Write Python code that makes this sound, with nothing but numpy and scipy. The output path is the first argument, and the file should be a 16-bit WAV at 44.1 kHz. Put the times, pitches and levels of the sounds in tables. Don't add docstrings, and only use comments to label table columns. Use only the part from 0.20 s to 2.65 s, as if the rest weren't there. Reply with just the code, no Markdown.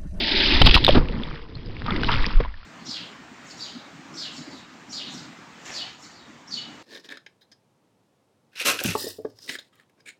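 import sys
import numpy as np
from scipy import signal
from scipy.fft import rfft, irfft, next_fast_len
from scipy.io import wavfile
from scipy.ndimage import uniform_filter1d, map_coordinates

SR = 44100
rng = np.random.default_rng(int(sys.argv[2]) if len(sys.argv) > 2 else 0)


def pcm_store(signal):
    levels = np.round(np.clip(np.atleast_2d(signal), -1, 1) * 32767)
    wavfile.write(sys.argv[1], SR, levels.astype(np.int16).T)


N = 108045


# (middle [s], level [dB], pitch [Hz], width [s])
PRESSURE_HEAVES = [(0.444, -6.5, 33.7, 0.011), (0.559, -7.5, 56, 0.0078), (0.777, -9.5, 13.7, 0.026),
                   (2.174, -2.5, 23.6, 0.014)]
# (frequency [Hz], density [dB])
GULP_COLOUR = [(25, 1.5), (70, -2.5), (240, -3), (400, -10.5), (700, -22.5), (1500, -20.5), (2200, -35),
               (5000, -46)]
GULP_START_S, GULP_LENGTH_S, GULP_T60_S, GULP_DB = 0.753, 0.029, 0.049, -8

# (start [s], length [s], hiss [dB], body [dB])
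WATER_SLAPS = [(0.4157, 0.0025, -7.5, -3.5), (0.4474, 0.012, -16.5, -32.5), (0.46, 0.0099, -5.5, -18),
               (0.47, 0.006, -20, -9), (0.488, 0.012, -18, -24), (0.511, 0.0015, -14, -25),
               (0.542, 0.0028, -3, -16.5), (0.55, 0.0075, -6.5, -14.5), (0.574, 0.0086, -22.5, -22.5),
               (0.6463, 0.0048, -16, -51), (0.679, 0.0066, -21.5, -19.5), (0.695, 0.0034, -30, -24),
               (0.722, 0.0089, -24, -35), (0.747, .012, -26, -15.5), (0.769, 0.012, -33, -17),
               (1.663, 0.0041, -35, -28.5), (1.763, 0.0028, -31.5, -36), (1.833, 0.0019, -22, -32),
               (2.058, 0.0038, -31, -38), (2.2025, 0.009, -50, -24.5)]
# (frequency [Hz], density [dB])
SLAP_BODY_COLOUR = [(40, 0.5), (150, 8), (400, -10.5), (850, -5), (1250, -8.5), (1800, -13), (2500, -18),
                    (5000, -29.5)]
SLAP_T60_S, SLAP_CRACKLE_DB = 0.02, 2.5
BURST_RISE_S = 0.00024

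# (time [s], level [dB])
SPRAY_LEVEL = [(0, -25.5), (.14, -20), (.35, -19), (.44, -25.5), (.53, -23.5), (.62, -32), (.73, -27.5),
               (.83, -46.5), (1.06, -44.5), (1.15, -47.5), (1.26, -57.5), (1.48, -52), (1.64, -47.5),
               (1.81, -39), (1.93, -30.5), (2.04, -34), (2.17, -43), (2.28, -56)]
# (frequency [Hz], density [dB])
SPRAY_COLOUR = [(500, -36), (1300, -13.5), (2000, -7.5), (2800, -3), (3600, -0.5), (4300, -3.5), (5000, -4),
                (5600, -5), (6500, -11)]
# (frequency [Hz], density [dB])
FIZZ_COLOUR = [(500, -29.5), (1300, -15.5), (2050, -5), (2600, -4.5), (3350, -1.5), (4200, -5.5),
               (5000, -4.5), (5500, 2), (6000, -7.5), (6500, -19)]

# (start [s], peak [dB], starting pitch [Hz], t60 [s])
SMALL_BUBBLES = [(.4175, -1, 764, 0.015), (0.42, 1.5, 3020, 0.013), (.468, -14, 1000, .016),
                 (.495, -8.5, 2590, 0.015), (.5445, -14, 1290, 0.017), (0.5649, -1.5, 1105, 0.0076),
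                 (.574, -13, 950, 0.028), (.6418, -6.5, 3370, 0.0038), (0.647, 7, 3800, 0.0044),
                 (0.6661, 0, 3540, 0.0096), (.681, 1, 840, 0.0075), (.6885, -3.5, 720, 0.0072),
                 (0.6899, 2, 3110, 0.0025), (.6923, -2.5, 575, 0.032), (0.7078, -12, 3240, 0.017),
                 (0.8863, -21.5, 2680, 0.0045), (1.0349, -19, 3390, 0.0091), (1.1127, -25.5, 1190, 0.0073),
                 (1.6635, -21, 1165, 0.008), (1.3537, -31.5, 4160, 0.018), (1.4604, -38, 4930, 0.018),
                 (1.499, -35.5, 724, 0.014), (1.5672, -29, 2210, 0.009), (1.62, -23.5, 1600, 0.0045),
                 (1.6818, -21, 1212, 0.074), (1.7066, -19.5, 1315, 0.032), (1.707, -16.5, 3440, 0.01),
                 (1.7612, -21.5, 1990, 0.021), (1.768, -30, 517, .035), (1.834, -13.5, 1515, 0.018),
                 (1.846, -17.5, 2940, 0.0091), (1.8895, -14.5, 2630, .011), (1.8952, -17, 1300, .014),
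                 (1.911, -17.5, 1380, 0.01), (1.929, -23, 1230, 0.02), (1.9485, -22, 3320, 0.0096),
                 (1.974, -19, 1390, .008), (1.983, -28, 2570, 0.0107), (2.0435, -13.5, 1840, 0.01),
                 (2.054, -18, 2400, 0.013), (2.065, -7.5, 5260, 0.0033), (2.2026, -14, 462, 0.042),
                 (2.207, -23, 1010, 0.017), (2.2382, -27.5, 1670, 0.012), (2.249, -24, 1010, 0.018),
                 (2.258, -26, 1010, 0.022), (2.341, -35, 1760, 0.026), (2.4305, -37.5, 1340, .016)]
BUBBLE_RISE_S, BUBBLE_GLIDE = 0.0001, 0.1
BUBBLE_SPLAT_DB = -12.5
# (start [s], peak [dB], starting pitch [Hz])
GLUGS = [(.756, -16, 384), (.769, -11.5, 245), (.83, -26, 156), (.85, -30.5, 255), (0.896, -27, 430),
         (.943, -27.5, 207), (1.011, -27.5, 246), (1.127, -29.5, 137), (1.36, -31, 119), (1.683, -24, 234),
         (1.718, -18, 181), (1.737, -26.5, 340), (1.75, -22, 270), (1.812, -29, 430), (1.942, -23.5, 146.5)]
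GLUG_CYCLES, GLUG_RISE_S, GLUG_GLIDE, GLUG_SPLAT_DB = 13, 0.0025, 0.29, -20.5

# (time [s], level [dB])
CHURN_LEVEL = [(.1, -59.5), (.3, -33), (.56, -39), (.63, -51.5), (.77, -29.5), (.84, -45), (1.145, -42),
               (1.27, -56.5), (1.47, -56.5), (1.65, -45), (1.685, -33), (1.87, -40), (1.895, -26),
               (1.97, -30.5), (2.03, -34.5), (2.27, -44), (2.33, -54.5), (2.45, -58)]
# (frequency [Hz], density [dB])
CHURN_COLOUR = [(250, -15.5), (700, -10.5), (950, -4), (1250, -3), (1650, -7), (2050, -5), (2600, -12),
                (4000, -17)]
CHURN_FLUTTER_DB = 1.2

# (time [s], level [dB])
GURGLE_LEVEL = [(0, -43), (.3, -35), (.42, -33), (.66, -29), (.78, -24), (.88, -30.5), (1.12, -37),
                (1.26, -45), (1.37, -42.5), (1.63, -38.5), (1.72, -30), (1.8, -30), (1.97, -29.5),
                (2.04, -36), (2.15, -36), (2.25, -43.5), (2.32, -54.5), (2.45, -71)]
# (frequency [Hz], density [dB])
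GURGLE_COLOUR = [(30, -18), (70, -3), (120, -2.5), (180, -5), (300, -5.5), (450, -12), (600, -15),
                 (1000, -21.5), (2500, -54)]
GURGLE_SWELL_DB = 1.5
# (time [s], level [dB])
SURGE_LEVEL = [(0, -32.5), (.29, -25), (.44, -8), (.51, -12), (.6, -24), (.78, -13), (.82, -22.5),
               (1.25, -40), (1.9, -23.5), (2.01, -19), (2.11, -24.5), (2.26, -28.5), (2.45, -40.5)]
# (frequency [Hz], density [dB])
SURGE_COLOUR = [(8, 3), (22, 2), (45, -3), (85, -11), (130, -46.5), (300, -83), (1000, -95.5)]
SURGE_TRIM_DB = -0.5

# (frequency [Hz], density [dB])
STREAM_COLOUR = [(60, -9), (150, -14), (220, 0), (290, -0.5), (400, -0.5), (480, -18.5), (570, -5.5),
                 (770, -13), (890, -4.5), (1150, -23), (1600, -30)]
STREAM_START_DB, STREAM_GROWS_DB_PER_S = -32, 14
STREAM_END_S, STREAM_FALLS_DB_PER_S = 0.39, 46

# (start [s], length [s], level [dB])
BUFFETS = [(0.423, 0.051, -15), (0.535, 0.013, -28.5), (1.939, 0.042, -31.5)]
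# (frequency [Hz], density [dB])
BUFFET_COLOUR = [(30, -8), (80, -1), (120, -1.5), (170, -10.5), (280, -12.5), (450, -36), (1000, -51.5)]
BUFFET_T60_S = 0.061

# (frequency [Hz], density [dB])
DRONE_COLOUR = [(200, -17.5), (330, -1), (400, -12), (450, 4), (490, -2), (560, -33), (800, -48)]
DRONE_DB, DIVE_S, SURFACE_S, CROSSING_S = -50, 0.89, 2.1, 0.083

# (frequency [Hz], density [dB])
POOL_COLOUR = [(100, 6), (1200, -4.5), (2000, -12.5), (6000, -1)]
POOL_DB = -52.5

# (frequency [Hz], gain [dB])
CASE_RESPONSE = [(4900, 0), (5200, -4.5), (5500, -18), (5950, -16), (6300, -33), (6700, -88.5)]
MIC_CLIP, MIC_KNEE, OUTPUT_CLIP = 0.62, 4.5, 0.67
TOP_HZ = 15900


def plunge():
    pocket = swarm(GULP_COLOUR, rate=600, lo_hz=73.6, hi_hz=710, cycles=15,
                   spread_db=0.5, wash_db=-2.5, size=4000)
    out = amp(GULP_DB) * burst(GULP_START_S, GULP_LENGTH_S, GULP_T60_S) * pocket
    for middle, heave_db, hz, width in PRESSURE_HEAVES:
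        t = clock() - middle
        bell = np.exp(-(t / width) ** 2 / 2)
        out = out + amp(heave_db) * bell * np.sin(2 * np.pi * hz * t)
    return out


def slaps():
    drops = swarm(SPRAY_COLOUR, rate=2800, lo_hz=2518, hi_hz=5460, cycles=18,
                  spread_db=-3.5, wash_db=-2.5, size=600)
    hiss = unit(drops * amp(SLAP_CRACKLE_DB * wobble(500)))
    body = noise(SLAP_BODY_COLOUR)
    out = np.zeros(N)
    for start, length, hiss_db, body_db in WATER_SLAPS:
        slap = amp(hiss_db) * hiss + amp(body_db) * body
        out += burst(start, length, SLAP_T60_S) * slap
    return out


def spray():
    above = swarm(SPRAY_COLOUR, rate=3000, lo_hz=1500, hi_hz=5600, cycles=26,
                  spread_db=3, wash_db=-3, size=800)
    below = swarm(FIZZ_COLOUR, rate=1000, lo_hz=1500, hi_hz=5600, cycles=17,
                  spread_db=4, wash_db=-5, size=700)
    under = np.interp(clock(), [0.6, 0.8], [0, 1])
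    mix = np.sqrt(1 - under) * above + np.sqrt(under) * below
    return level(SPRAY_LEVEL) * mix * amp(1.2 * wobble(70))


def bubbles():
    glugs = [(start, db, hz, GLUG_CYCLES / hz) for start, db, hz in GLUGS]
    ticks = ringing(SMALL_BUBBLES, BUBBLE_RISE_S, BUBBLE_GLIDE, BUBBLE_SPLAT_DB)
    return ticks + ringing(glugs, GLUG_RISE_S, GLUG_GLIDE, GLUG_SPLAT_DB)


def churn():
    cloud = swarm(CHURN_COLOUR, rate=650, lo_hz=835, hi_hz=2900, cycles=15,
                  spread_db=3.6, wash_db=-10, size=1200)
    return level(CHURN_LEVEL) * cloud * amp(CHURN_FLUTTER_DB * wobble(39.26))


def gurgle():
    wake = swarm(GURGLE_COLOUR, rate=190, lo_hz=90, hi_hz=566, cycles=14,
                 spread_db=3, wash_db=-4, size=4500)
    swelling = level(GURGLE_LEVEL) * wake * amp(GURGLE_SWELL_DB * wobble(14))
    surge = amp(SURGE_TRIM_DB) * level(SURGE_LEVEL) * noise(SURGE_COLOUR)
    return swelling + surge


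def stream():
    flow = swarm(STREAM_COLOUR, rate=300, lo_hz=197.0, hi_hz=1047, cycles=23,
                 spread_db=1, wash_db=-3, size=4000)
    t = clock()
    growth_db = STREAM_GROWS_DB_PER_S * np.minimum(t, STREAM_END_S)
    fall_db = STREAM_FALLS_DB_PER_S * np.maximum(t - STREAM_END_S, 0)
    return flow * amp(STREAM_START_DB + growth_db - fall_db)


def buffets():
    thumps = sum(amp(db) * burst(start, length, BUFFET_T60_S) for start, length, db in BUFFETS)
    return noise(BUFFET_COLOUR) * uniform_filter1d(thumps, size=400)


def drone():
    t = clock()
    submerged = np.clip(np.minimum(t - DIVE_S, SURFACE_S - t) / CROSSING_S, 0, 1)
    return amp(DRONE_DB) * submerged * noise(DRONE_COLOUR)


def pool():
    return amp(POOL_DB) * noise(POOL_COLOUR)


def swarm(colour, rate, lo_hz, hi_hz, cycles, spread_db, wash_db, size):
    place, pitch, life, luck = rng.random((4, int(rate * N / SR), 1))
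    hz = lo_hz * (hi_hz / lo_hz) ** pitch
    t = np.arange(size) / SR
    age = t * hz / (cycles * (0.5 + life))
    strength_db = spread_db * np.minimum(-np.log(1 - luck), np.pi)
    strength = amp(strength_db) * np.sqrt(hz / lo_hz)
    sines = np.sin(2 * np.pi * hz * t * (1 + BUBBLE_GLIDE * age / 2))
    rings = strength * amp(-60 * age) * sines
    where = (place * N).astype(int) + np.arange(size)
    pops = np.bincount(where.ravel(), rings.ravel(), N)[:N]
    return unit(unit(coloured(pops, colour)) + amp(wash_db) * noise(colour))


def ringing(rows, rise_s, glide, splat_db):
    out = np.zeros(N + SR)
    t = np.arange(SR // 8) / SR
    for start, db, hz, t60 in rows:
        ring = np.sin(2 * np.pi * hz * t * (1 + glide * t / t60 / 2))
        pole = np.exp(-2 * np.pi * hz / SR)
        splat = unit(signal.lfilter([1], [1, -pole], rng.standard_normal(len(t))))
        shape = (1 - np.exp(-t / rise_s)) * amp(-60 * t / t60)
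        pop = shape / shape.max() * (ring + amp(splat_db) * splat)
        out[round(start * SR):][:len(t)] += amp(db) * pop
    return out[:N]


def burst(start, length, t60):
    t = np.maximum(clock() - start, 0)
    rise = 1 - np.exp(-t / BURST_RISE_S)
    return rise * amp(-60 * np.maximum(t - length, 0) / t60)


def noise(points):
    return unit(coloured(rng.standard_normal(N), points))


def coloured(x, points):
    f, db = np.transpose(points)
    return filtered(x, lambda hz: amp(np.interp(np.log(hz + 1), np.log(f), db)))


def filtered(x, response):
    m = next_fast_len(N + 8192)
    gains = response(np.fft.rfftfreq(m, 1 / SR))
    return irfft(rfft(x, m) * gains, m)[:N]


def wobble(rate):
    return map_coordinates(rng.standard_normal(4096), [clock() * rate + 2], mode="wrap")


def level(rows):
    return amp(np.interp(clock(), *np.transpose(rows)))


def clock():
    return np.arange(N) / SR


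def unit(x):
    return x / np.sqrt(np.mean(x ** 2) + 1e-20)


def amp(db):
    return 10 ** (np.asarray(db) / 20)


def scene():
    near = plunge() + slaps() + spray() + bubbles()
    water = churn() + gurgle() + stream() + buffets()
    background = drone() + pool()
    return (near + water + background)[None]


def record(dry):
    overload = np.abs(dry[0] / MIC_CLIP) ** MIC_KNEE
    saturated = dry[0] / (1 + overload) ** (1 / MIC_KNEE)
    dull = coloured(saturated, CASE_RESPONSE)
    clipped = np.clip(dull, -OUTPUT_CLIP, OUTPUT_CLIP)
    return filtered(clipped, lambda hz: hz < TOP_HZ)[None]


dry = scene()
out = record(dry)
pcm_store(out)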